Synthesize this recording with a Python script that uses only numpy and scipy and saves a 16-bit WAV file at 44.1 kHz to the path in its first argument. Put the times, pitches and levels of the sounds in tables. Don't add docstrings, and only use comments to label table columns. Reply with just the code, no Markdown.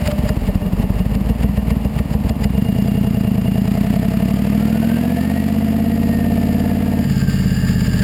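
import sys
import numpy as np
from scipy import signal
from scipy.fft import rfft, irfft, next_fast_len
from scipy.io import wavfile
from scipy.ndimage import uniform_filter1d, map_coordinates

SR = 44100
rng = np.random.default_rng(int(sys.argv[2]) if len(sys.argv) > 2 else 0)


def wav_out(sig):
    wavfile.write(sys.argv[1], SR, np.round(np.clip(np.atleast_2d(sig).T, -1, 1) * 32767).astype(np.int16))


def voltage_ratio(decibels):
    exponent = np.asarray(decibels, float) / 20
    return 10 ** exponent


N = 354123

# start_s, four_stroke_cycles_hz
ENGINE_SPEED = [(0.0, 6.083), (0.39, 5.361), (0.79, 5.808), (1.53, 7.517), (2.3, 6.31), (2.43, 7.001),
                (2.72, 10.196), (2.97, 10.729), (3.28, 9.32), (3.5, 10.163), (3.6, 10.038), (4.24, 11.776),
                (5.41, 16.131), (5.98, 17.312), (6.93, 18.167), (7.19, 16.958), (7.32, 17.383),
                (8.04, 15.681)]
CRANK_START = -.143
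FIRING_SLOTS = [0, 2, 3, 5]
IDLE_STRENGTH = [(-10.5, -17.5, -11.5, -14.5), (-7, -14.5, -10, -7.5), (-6, -12.5, -14, -4.4),
                 (-2, -40, -9.5, -8), (-4.5, -12, -7, -6), (-2.5, -14, -8.5, -5.5), (-4.5, -17, -8, -6.5),
                 (-7.5, -13.5, -10, -3.5), (-11, -14, -9, -3.5), (-6, -25, -15, -4.5),
                 (-9.5, -17, -7.5, -4), (-5.5, -20, -13, -4.5), (-13.5, -18, -7.5, -4.5),
                 (-10.5, -17.5, -8.5, -4), (-10.5, -8.5, -9, -5.5), (-11.5, -14.5, -7, -3.5),
                 (-7, -13, -9, -7), (-7, -16, -12, -8.5)]
IDLE_USUAL = [-3.5, -13, -6.5, -7]
LOAD_STRENGTH = [
    (-5, -2, -3, -1.7),
    (-2.5, -3, -1, -1.5),
    (-4, -0.5, -3.5, -.4),
    (-8, -3.5, -8, -0.66),
]
SHUT_S = 7.04
# start_s, blend_s
STAGES = [
    (2.55, 0.21),
    (3.65, 0.25),
    (5.75, 0.46),
    (7.04, .05),
]
# start_s, sound_speed_ratio, effort_db
GAS = [(0, 1.076, 6.5), (.6, .85, 0), (1.5, 1.01, -.5), (2.4, 1.034, -1.5), (2.7, 0.97, 1.5),
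       (3.5, 0.96, .5), (4.1, .97, -1.5), (4.9, 1.13, -1.2), (5.6, 1.093, -3.5), (6.2, 1.07, 0.9),
       (7.0, 1.097, .1), (7.1, .98, -0.9), (8, 0.91, 1.6)]
# idle_db, moving_off_db, pull_db, cruise_db, shut_db
STAGE_DB = dict(boom=(11, 3.5, 4.6, 7.6, 3.1), drone=(4.5, 10, 5.5, -5, 19.5),
            ring=(-6.5, 3.5, 3.5, 5.5, 4.5), rasp=(-26.5, -24, -25, -25, -27.5),
            bark=(-32.5, -25, -22, -22.5, -36.5), jet=(-42, -39, -33, -36, -33.5),
            hiss=(-59, -49, -47.5, -46, -34), rumble=(-27, -29, -31, -29, -27.5),
            bark_duct=(-66, -43, -37.5, -47, -55), mid_duct=(-50.5, -54, -51.5, -51, -47),
            high_duct=(-51, -44, -51, -52, -44.5), low_duct=(-41, -62.5, -40.5, -43, -46))
# db_per_effort_db, db_per_cycle_hz
FOLLOWS = dict(boom=(0.78, -0.17), drone=(0.1, -0.68), ring=(0.1, -0.53), rasp=(0.76, 0.02),
           bark=(0.84, 0.045), jet=(0.72, 0.13), hiss=(1.05, -0.045), rumble=(0.05, -0.73),
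           mid_duct=(.1, 0.51), high_duct=(.1, .05), low_duct=(2, 0.15), bark_duct=(0.78, 0.056))
MIDDLE_SPEED_HZ = 11

# pitch_hz, t60_s, signed share of each of the four runners
BOOM_MODES = [(60, .12, [.1, .09, .07, .09])]
DRONE_MODES = [(127, .06, [.12, -.02, .12, .06])]
RING_MODES = [(204, .078, [.37, .08, .09, .48]), (235, .06, [.05, .13, .06, -.26])]
RASP_MODES = [(452.6, 0.065, [.5, .8, 1.1, 1.2]), (666, 0.074, [0.11, 0.4, 0.75, 0.95]),
              (850, 0.067, [0.067, 0.056, 0.42, 0.038])]
HEAT_POWER = [2.9, 2.3, 0.68, 0.43, 0.24]

RUNNER_DB = [0, -6, -3, 0]
# pitch_hz, level_db
JET_SPECTRUM = [(410, -15), (700, -5.5), (765, -7.5), (875, -7), (1080, -11), (1140, -10), (1250, -10.5),
                (1580, -12.5), (1770, -9), (2190, -9), (2530, -11.5), (2760, -9.5), (3640, -19.5),
                (4810, -16), (5900, -26), (7670, -19), (13000, -120)]
HISS_SPECTRUM = [(530, -49), (900, -2.5), (966, -52), (1090, -7.5), (1480, -10), (1550, -17), (1640, -0.5),
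                 (1980, -11.5), (2120, -6), (2390, -11.5), (2880, -8.5), (3650, -15), (4140, -16.5),
                 (4850, -1.5), (5900, -26.5), (7670, -56), (13000, -120)]
RUMBLE_SPECTRUM = [(60, -40), (140, -9), (200, 0), (260, -9), (340, -22), (650, -20), (1200, -30),
                   (1600, -60)]
# cut_s, level_db over the idle jets
GUSTS = [(0.08, 11.5), (0.119, 10.5), (0.296, 11), (.478, 9), (.558, 1), (.83, 11), (0.997, 9),
         (1.155, 7.5), (1.296, 7), (1.436, 11), (1.57, 4), (1.71, 9.5), (1.85, 1), (1.993, 11),
         (2.142, 9.5), (2.299, 14), (2.447, 14)]
GUST_RISE_S, GUST_LULL, LULL_S, GUST_HISS = 0.022, 0.25, 0.017, 2.6
JET_STEADY = (2.69, 1.44, 1.16, 0.9, 0.92)
JET_LEAD_S = (.006, .002, .001, .002, .005)

# pitch_hz, width_hz
DUCT_MODES = [(1810, 61), (2823, 72), (598, 34), (676, 73)]
GULP_DB = [-8, -8, 4, 0]

# start_s, pitch_hz, level_db
TURBO = [(4.2, 1080, -47), (4.7, 1390, -41), (5.0, 1634, -37.5), (5.3, 1854, -34), (5.62, 1992, -45),
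         (6.2, 1830, -41), (7.0, 1622, -50), (7.3, 1573, -41.5), (8.03, 1600, -41.5)]
INTAKE_HZ, INTAKE_STEP_HZ, INTAKE_DB = 1830, 218, 2
WHISTLE_WANDER_HZ = (32, 32, 30, 7, 4)
WHISTLE_STEADY = (.05, .05, .05, .5, .6)
# start_s, pitch_hz, wander_hz, level_db
VALVE = [
    (7.4, 1700, 3.46, -37.5),
    (7.5, 1768, 21.6, -43.5),
]
HELD_HZ = 12000


def unit(x):
    return x / np.sqrt(np.mean(x ** 2) + 1e-20)


def curves(rows, s=None):
    at, *columns = np.transpose(rows)
    s = np.arange(N) / SR if s is None else s
    return [np.interp(s, at, column) for column in columns]


def wobble(rate):
    knots = rng.standard_normal(int(N * rate / SR) + 4)
    return map_coordinates(knots, [np.arange(N) * rate / SR])


def coloured(x, spectrum):
    m = next_fast_len(N + 8192)
    hz, db = np.transpose(spectrum)
    bins = np.log(np.fft.rfftfreq(m, 1 / SR) + 1)
    gain = voltage_ratio(np.interp(bins, np.log(hz + 1), db))
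    return unit(irfft(rfft(x, m) * gain, m)[:N])


def place(s, t, rows):
    at = np.round((s[:, None] + t) * SR).astype(int)
    inside = (at >= 0) & (at < N)
    return np.bincount(at[inside], rows[inside], N)


def staged(values, s):
    edges = [start + side * blend / 2 for start, blend in STAGES for side in (-1, 1)]
    return np.interp(s, edges, np.repeat(values, repeats=2)[1:-1])


def layer_db(name, s=None):
    s = np.arange(N) / SR if s is None else s
    per_effort, per_speed = FOLLOWS[name]
    effort_db = curves(GAS, s)[1]
    overspeed_hz = curves(ENGINE_SPEED, s)[0] - MIDDLE_SPEED_HZ
    return staged(STAGE_DB[name], s) + per_effort * effort_db + per_speed * overspeed_hz


def firings():
    turns = CRANK_START + np.cumsum(curves(ENGINE_SPEED)[0]) / SR
    firing_turns = np.arange(int(turns[-1]) + 1)[:, None] + np.array(FIRING_SLOTS) / 8
    s = np.interp(firing_turns, turns, np.arange(N) / SR)
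    db = np.array([staged([load[0], *load], s[:, k]) for k, load in enumerate(np.transpose(LOAD_STRENGTH))]).T
    luck = rng.standard_normal(s.shape + (2,))
    db += np.where(s > SHUT_S, .6, .5) * luck[..., 0]
    db[:len(IDLE_STRENGTH)] = np.subtract(IDLE_STRENGTH, IDLE_USUAL)
    jitter_s = np.where(s > SHUT_S, .00015, .0001) * luck[..., 1]
    return s + jitter_s, db


def pipe(s, db):
    shut = s > SHUT_S
    s = s + np.where(shut, .005, .0012)
    sound_speed = curves(GAS, s)[0].reshape(-1, 1)
    names = ("boom", "drone", "ring", "rasp", "bark")
    groups = (BOOM_MODES, DRONE_MODES, RING_MODES, RASP_MODES[::2], RASP_MODES[1:2])
    t = np.arange(-400, 4400) / SR
    rows = 0
    for name, modes, heat in zip(names, groups, HEAT_POWER):
        level_db = layer_db(name, s).reshape(-1, 1)
        for hz, t60, share in modes:
            luck = rng.standard_normal((s.size, 2))
            decay_db = 60 * np.maximum(t, 0) / t60
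            size = np.tile(share, len(s))[:, None] * voltage_ratio(level_db + 0.2 * luck[:, :1] - decay_db)
            pitch_hz = hz * sound_speed ** heat * (1 + .004 * luck[:, 1:])
            rows = rows - size * np.sin(2 * np.pi * pitch_hz * t)
    rise = np.exp(-(np.minimum(t, 0) / .0031) ** 2)
    strength = (voltage_ratio(db) * np.where(shut, -1, 1)).reshape(-1, 1)
    return place(s.ravel(), t, rows * rise * strength)


def puffs(s, db, lead, width):
    t = np.arange(-1300, 1300) / SR
    size = voltage_ratio(db + RUNNER_DB + 1.5 * rng.standard_normal(s.shape)).reshape(-1, 1)
    gate = place(s.ravel() - lead, t, size * np.exp(-(t / width) ** 2))
    power = np.abs(uniform_filter1d(gate ** 2, size=SR // 4))
    return gate / np.sqrt(power + 1e-9)


def gusts():
    s, db = np.transpose(GUSTS)
    t = np.arange(-6000, 8000) / SR
    shape = np.where(t < 0, np.exp(t / GUST_RISE_S), -GUST_LULL * np.exp(-t / LULL_S))
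    return uniform_filter1d(place(s, t, db[:, None] * shape), size=300)


def jets(s, db):
    t = np.arange(N) / SR
    gust_db = gusts()
    gate = puffs(s, db, staged(JET_LEAD_S, s.ravel()), 0.0059)
    shut = np.clip((t - SHUT_S + .01) / .12, 0, 1)
    jet = coloured((staged(JET_STEADY, t) + gate) * rng.standard_normal(N), JET_SPECTRUM)
    jet = jet * voltage_ratio(layer_db("jet") + gust_db) * (1 - shut)
    hiss = coloured((1.8 + gate) * voltage_ratio(2.0 * wobble(40)) * rng.standard_normal(N), HISS_SPECTRUM)
    hiss = hiss * voltage_ratio(layer_db("hiss") + GUST_HISS * gust_db)
    rumble = coloured((2.5 + gate) * rng.standard_normal(N), RUMBLE_SPECTRUM)
    return jet + hiss + rumble * voltage_ratio(layer_db("rumble"))


def ducts(s, db):
    gate = 0.63 + puffs(s, db + GULP_DB, -0.0064, 0.016)
    total = 0
    for name, (hz, wide) in zip(("mid_duct", "high_duct", "low_duct", "bark_duct"), DUCT_MODES):
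        peak = [(hz - 4 * wide, -60), (hz - wide, -12), (hz, 0), (hz + wide, -12), (hz + 4 * wide, -60)]
        total = total + voltage_ratio(layer_db(name)) * coloured(gate * rng.standard_normal(N), peak)
    return total


def turbo(s, db):
    t = np.arange(N) / SR
    hz, level_db = curves(TURBO)
    lumps = voltage_ratio(3 * wobble(35)) * (staged(WHISTLE_STEADY, t) + puffs(s, db, .002, .008)) / 1.3
    intake_db = INTAKE_DB * np.cos(2 * np.pi * (hz - INTAKE_HZ) / INTAKE_STEP_HZ)
    onset = np.clip((t - 4.2) / 0.096, 0, 1)
    wandering_hz = hz + staged(WHISTLE_WANDER_HZ, t) * wobble(45)
    tone = np.sin(2 * np.pi * np.cumsum(wandering_hz) / SR)
    return voltage_ratio(level_db + intake_db) * lumps * onset * tone


def bypass_valve():
    t = np.arange(N) / SR
    total = 0
    for start, tone_hz, wander_hz, tone_db in VALVE:
        fade = np.clip((t - start) / 0.12, 0, 1) * voltage_ratio(tone_db + 3.4 * wobble(25))
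        phase = 2 * np.pi * np.cumsum(tone_hz + wander_hz * wobble(60)) / SR
        total = total + fade * np.sin(phase)
    return total


def scene():
    s, db = firings()
    return (pipe(s, db) + jets(s, db) + ducts(s, db) + turbo(s, db) + bypass_valve())[None]


def low_pass(x):
    return signal.sosfilt(signal.butter(12, 16160, fs=SR, output="sos"), x)


def record(dry):
    capsule = signal.butter(2, 36, "high", fs=SR, output="sos")
    thin = signal.sosfiltfilt(capsule, dry)
    slow = signal.resample_poly(thin, HELD_HZ, SR, axis=1)
    held = signal.resample_poly(np.repeat(slow, 4, axis=1), SR, 4 * HELD_HZ, axis=1)
    held = np.pad(held, ((0, 0), (0, 8)))[:, :N]
    return low_pass(held)


dry = scene()
out = record(dry)
wav_out(out)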